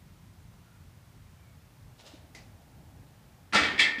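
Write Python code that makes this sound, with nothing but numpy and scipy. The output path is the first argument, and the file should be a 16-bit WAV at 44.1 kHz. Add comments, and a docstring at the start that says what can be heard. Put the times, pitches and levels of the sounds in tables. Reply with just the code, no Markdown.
"""A quiet wooden garage gym, heard from one fixed microphone. A lifter shuffles forward with a loaded
barbell, whose plates creak faintly on their sleeves and clink once as the bar sways. The bar runs into
the steel rack: the hollow frame crashes and thuds, then the far end lands and the iron plates clank
and ring. A low rumble, a faint hiss, a fading hum and the lifter's dull rustle lie underneath."""
import sys
import numpy as np
from scipy import signal
from scipy.fft import rfft, irfft, next_fast_len
from scipy.io import wavfile
from scipy.ndimage import map_coordinates

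SR = 44100
rng = np.random.default_rng(int(sys.argv[2]) if len(sys.argv) > 2 else 0)


def put_to_file(sound):
    """Save the sound as 16-bit audio at rate SR, in the file named by the first command-line argument."""
    columns = np.atleast_2d(sound).T  # one column per channel
    safe = np.clip(columns, -1, 1)
    whole_steps = np.round(safe * 32767)
    wavfile.write(sys.argv[1], SR, whole_steps.astype(np.int16))


N = 176400

BUILD_S, RING_BUILD_S = 0.0013, 0.0012  # reflections fill in after a blow
KNEE_HZ = 2000  # softer blows lose treble above this
# How the room dies away. Each row: frequency in Hz, seconds to fall 60 dB.
ROOM_DECAY = [(100, .2), (1000, 0.62), (8000, 0.3)]


def amp(db):
    """Decibels to gain."""
    return 10 ** (np.asarray(db) / 20)


def unit(x):
    """Scale to rms 1."""
    return x / np.sqrt(np.mean(x ** 2) + 1e-20)


def along(points, hz):
    """Read a curve of (Hz, value) points on a log frequency axis."""
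    freqs, values = np.transpose(points)
    return np.interp(np.log(hz + 1), np.log(freqs + 1), values)


def wobble(rate):
    """A smooth random curve, rate knots a second."""
    return map_coordinates(rng.standard_normal(N // 40), [np.arange(N) * rate / SR], mode="wrap")


def bell_curve(peak_s, width_s):
    """A smooth rise and fall; the width is one standard deviation."""
    return np.exp(-.5 * ((np.arange(N) / SR - peak_s) / width_s) ** 2)


def noise(colour, size):
    """Noise of rms 1, coloured by (Hz, dB) points."""
    gain = amp(along(colour, np.fft.rfftfreq(size, 1 / SR)))
    return unit(irfft(rfft(rng.standard_normal(size)) * gain, size))


def add(track, s, sound):
    """Mix a sound into the track at s seconds."""
    part = track[round(s * SR):][:len(sound)]
    part += sound[:len(part)]


def rough_note(hz, rate):
    """A note whose level and phase wander, rate times a second."""
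    phase = 2 * np.pi * hz * np.arange(N) / SR
    return wobble(rate) * np.sin(phase) + wobble(rate) * np.cos(phase)


def knock(hz, t60):
    """A single damped resonance, 60 dB down after t60 seconds."""
    t = np.arange(SR // 2) / SR
    return np.sqrt(2) * np.sin(2 * np.pi * hz * t) * amp(-60 * t / t60) * (1 - np.exp(-t / BUILD_S))


def thumps(rows, cycles, tail_db, tail_t60):
    """Dull knocks that fall 60 dB in the given cycles, each with a diffuse tail around its pitch."""
    out = np.zeros(N)
    for s, db, hz in rows:
        tail = noise([(hz / 3, -30), (hz, 0), (hz * 8, -70)], SR // 2)
        tail *= np.abs(signal.hilbert(knock(hz, tail_t60)))
        add(out, s, amp(db) * (knock(hz, cycles / hz) + amp(tail_db) * tail))
    return out


def burst(colour, decay):
    """One blow into countless overlapping modes, each band dying at its own speed."""
    hz, t, bands = signal.stft(noise(colour, SR), SR, nperseg=512)
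    fade = amp(-60 * t / along(decay, hz)[:, None])
    tail = signal.istft(bands * fade, SR, nperseg=512)[1][:SR]
    return tail * (1 - np.exp(-np.arange(SR) / SR / BUILD_S))


def clatter(hits, colour, decay, crack_db, crack_s, ripple_db=0):
    """A burst for each blow, led by a short crack; soft blows are duller and swell more slowly."""
    dulling, swell_s_per_db = 0.33, .00015  # dulling: dB lost per octave for each dB softer
    size = N + SR
    out = np.zeros(size)
    crack = 1 + amp(crack_db) * np.exp(-np.arange(SR) / SR / crack_s)
    hardest = max(db for _, db in hits)
    for s, db in hits:
        softer_db = hardest - db
        dulled = [(hz, level - dulling * softer_db * max(0, np.log2(hz / KNEE_HZ)))
                  for hz, level in colour]
        swell = 1 - np.exp(-np.arange(SR) / (1 + SR * swell_s_per_db * softer_db))
        add(out, s, amp(db) * crack * swell * burst(dulled, decay))
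    # All blows share the body's fine spectral peaks and dips.
    lag = np.arange(size) / SR
    echoes = rng.standard_normal(size) * (lag > .002) * (lag < .02)
    treble = np.clip(np.fft.rfftfreq(size, 1 / SR) / 3000, 0, 1)
    depth = ripple_db * np.log(10) / 20 * np.sqrt(2) * treble
    body = np.exp(depth * rfft(echoes / np.linalg.norm(echoes)) - depth ** 2 / 2)
    return irfft(rfft(out) * body, size)[:N]


def ring(hits, modes, rough, rattle_rate):
    """Blows add energy to each mode, soft ones less to high modes; rattling contact roughens the note."""
    dulling = .9  # dB lost per octave for each dB softer
    t, out = np.arange(N) / SR, np.zeros(N)
    age = t[:SR]
    hardest = max(db for _, db in hits)
    for hz, level, t60 in modes:
        energy = np.zeros(N)
        fade = (amp(-60 * age / t60) * (1 - np.exp(-age / RING_BUILD_S))) ** 2
        octaves = max(0, np.log2(hz / KNEE_HZ))
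        for s, db in hits:
            add(energy, s, amp(db + level - dulling * octaves * (hardest - db)) ** 2 * fade)
        phase = 2 * np.pi * (hz * t + rng.random())
        note = (1 + rough * wobble(rattle_rate)) * np.sin(phase)
        phase_jitter = rough * wobble(rattle_rate) * np.cos(phase)
        out += np.sqrt(2 * energy) * (note + phase_jitter)
    return out


def room_tone():
    """A wavering, slowly easing low rumble and an even hiss."""
    # Their spectra. Each row: frequency in Hz, relative level in dB.
    rumble_colour = [(20, -64), (32, -16), (45, -3), (62, -5.5), (80, 1.5), (115, 0.5), (170, -5),
                     (250, -14.5), (400, -24.5), (4000, -89)]
    hiss_colour = [(100, 3.5), (400, -1), (850, 0.5), (1500, -2.5), (3000, -7.5), (6000, -11), (10000, -14),
                   (15000, -14.5)]
    t, fall_db_per_s = np.arange(N) / SR, .5
    rumble = noise(rumble_colour, N) * amp(-55 - fall_db_per_s * (t - t.mean()) + 2.4 * wobble(8))
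    return rumble + amp(-63) * noise(hiss_colour, N)


def hum():
    """A low, wavering hum dies away."""
    start_db, fade_db_per_s = -58.5, 24
    return amp(start_db - fade_db_per_s * np.arange(N) / SR) * rough_note(hz=172, rate=35)


def creaks():
    """The plates rub on their sleeves: each slip swells into a faint, rough note."""
    # Each row: peak time in seconds, level in dB, pitch in Hz, width in seconds.
    slips = [(.715, -69, 1400, .06), (1.412, -66, 2320, .018), (1.49, -72, 2230, .04)]
    return sum(amp(db) * bell_curve(s, width) * rough_note(hz, rate=160) for s, db, hz, width in slips)


def feet():
    """Shoes scuff the floor, heard direct and off the walls, among soft footfalls."""
    # Scuffs. Each row: peak time in seconds, relative level in dB, width in seconds.
    scuffs = [(2.001, -52.5, 0.011), (2.069, -53, 0.013), (2.114, -59, 0.062)]
    # The grit's spectrum. 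Each row: frequency in Hz, relative level in dB.
    grit_colour = [(200, -13), (600, 8), (1100, -3), (2200, -0.5), (3800, 3), (7000, -6), (12000, -18),
                   (16000, -45)]
    # Footfalls. Each row: start in seconds, level in dB, pitch in Hz.
    steps = [(2.038, -52, 618), (2.136, -47, 320), (2.237, -52, 114)]
    strokes = sum(amp(db) * bell_curve(s, width) for s, db, width in scuffs)
    grit = strokes * unit(noise(grit_colour, N) * amp(3 * wobble(400)))
    room = burst([(100, 0), (10000, 0)], ROOM_DECAY)
    echo = signal.fftconvolve(grit, room / np.linalg.norm(room))[:N]
    return 0.66 * grit + .5 * echo + thumps(steps, cycles=12, tail_db=-4, tail_t60=0.14)


def rustle():
    """A dull rustle swells and fades as the lifter moves."""
    # Its spectrum. Each row: frequency in Hz, relative level in dB.
    colour = [(150, -5), (260, 6), (420, -5.5), (600, -1.5), (850, -0.5), (1200, -26), (3000, -28.5)]
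    return amp(-63) * bell_curve(peak_s=2.685, width_s=0.62) * noise(colour, N)


def clink():
    """Loose plates shift as the bar sways: two close ticks, each a snap and a brief note."""
    # Each row: start in seconds, note level in dB, pitch in Hz, snap level in dB.
    ticks = [(2.348, -54, 2060, -50.5), (2.357, -52.5, 1990, -61)]
    # The snap's spectrum. Each row: frequency in Hz, relative level in dB.
    snap_colour = [(200, 5.5), (700, 2), (1400, -5), (2200, 5.5), (3100, -2), (5000, 4.5), (8000, -5),
                   (14000, -21)]
    snaps = [(s, snap_db) for s, _, _, snap_db in ticks]
    out = clatter(snaps, snap_colour, ROOM_DECAY, crack_db=3.5, crack_s=0.0032)
    for s, db, hz, _ in ticks:
        flutter = 1 + .7 * wobble(115)[:SR // 2]
        add(out, s, amp(db) * knock(hz, t60=0.2) * flutter)
    return out


def rack():
    """The hollow steel frame crashes, thuds and rings; its hook pings as the bar slides in."""
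    # The bar meets frame and hook. Each row: start in seconds, relative level in dB.
    hits = [(3.524, -31), (3.532, -23), (3.545, -19.5), (3.556, -22.5), (3.589, -33), (3.638, -30),
            (3.792, -30)]
    hook_touches = [(3.533, -29.5), (3.548, -29), (3.586, -31)]
    # Their resonances. Each row: frequency in Hz, relative level in dB, seconds to fall 60 dB.
    modes = [(210, -12, .55), (297, -15, 1.3), (872, -12, .45), (1165, -14, .6), (1321, -8, .2),
             (1753, -9.5, .4), (2001, -6, .42), (2293, -9, .4), (2583, -7, .3)]
    hook_modes = [(1362, 0, .23), (9430, -14, .045)]
    # The frame's dense modes. Each row: frequency in Hz, relative level in dB.
    colour = [(60, -29), (220, -2.5), (600, -3.5), (900, -1), (1050, -4), (1350, 5), (1650, 2), (2400, 1.5),
              (3300, 1), (4700, -1), (6000, -9), (8500, -17), (11500, -34), (15000, -37)]
    # Their decay in the room. 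Each row: frequency in Hz, seconds to fall 60 dB.
    decay = [(250, 1.05), (1000, 0.66), (2500, 0.54), (5000, 0.4), (10000, 0.38)]
    # Weight drops into the frame. Each row: start in seconds, level in dB, pitch in Hz.
    drops = [(3.552, -28, 192.6), (3.554, -19.5, 570), (3.61, -37, 82.3), (3.735, -34, 288),
             (3.982, -37.5, 254)]
    crash = clatter(hits, colour, decay, crack_db=-6, crack_s=0.004, ripple_db=3.0)
    thud = thumps(drops, cycles=19.4, tail_db=-14, tail_t60=0.24)
    ping = ring(hook_touches, hook_modes, rough=0.28, rattle_rate=60)
    ringing = ring(hits, modes, rough=0.28, rattle_rate=45)
    return amp(-3.5) * crash + thud + ping + amp(-8.5) * ringing


def plates():
    """The iron plates knock together on the sleeves, clank and ring on with the bar."""
    # Knocks. Each row: start in seconds, relative level in dB.
    hits = [(3.561, -26), (3.633, -26.5), (3.715, -39), (3.745, -41), (3.778, -31), (3.789, -23.5),
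            (3.794, -19.5), (3.801, -20), (3.816, -22.5), (3.874, -41), (3.982, -36)]
    # The iron's resonances. Each row: frequency in Hz, relative level in dB, seconds to fall 60 dB.
    modes = [(1754, -11, .66), (1825, -2, .52), (1887, -12, .5), (1959, -11, .42), (1999, -8, .38),
             (2054, -9, .4), (2126, -9, .45), (2167, -11, .52), (2316, -10, .5), (2648, -11, .36),
             (3215, -7.5, .44), (3376, -6, .18), (3423, -7, .18)]
    # Its dense modes. Each row: frequency in Hz, relative level in dB.
    colour = [(200, -23.5), (700, -19), (1600, -10.5), (1850, -1.5), (2300, 5), (2900, -6.5), (3350, 3.5),
              (3800, -3), (4900, -4), (5900, -16), (8000, -16), (11500, -37), (15000, -43)]
    # Their decay in the room. Each row: frequency in Hz, seconds to fall 60 dB.
    decay = [(300, 1), (2000, 0.47), (3500, 0.35), (6000, 0.31), (10000, 0.26)]
    clank = clatter(hits, colour, decay, crack_db=4.5, crack_s=0.0039, ripple_db=2.0)
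    ringing = ring(hits, modes, rough=0.81, rattle_rate=45)
    return amp(-5.5) * clank + amp(-8) * ringing


def scene():
    """The whole garage at one microphone."""
    return (rack() + plates() + clink() + creaks() + feet() + rustle() + hum() + room_tone())[None]


def record(dry):
    """The recorder cuts the deepest bass and keeps nothing above its band limit."""
    low_cut_hz, top_hz = 31, 15350
    size = next_fast_len(N + SR // 2)
    low_cut = signal.butter(N=6, Wn=low_cut_hz, btype="high", fs=SR, output="sos")
    spectrum = rfft(signal.sosfilt(low_cut, dry), size)
    return irfft(spectrum * (np.fft.rfftfreq(size, 1 / SR) < top_hz), size)[:, :N]


dry = scene()
out = record(dry)
put_to_file(out)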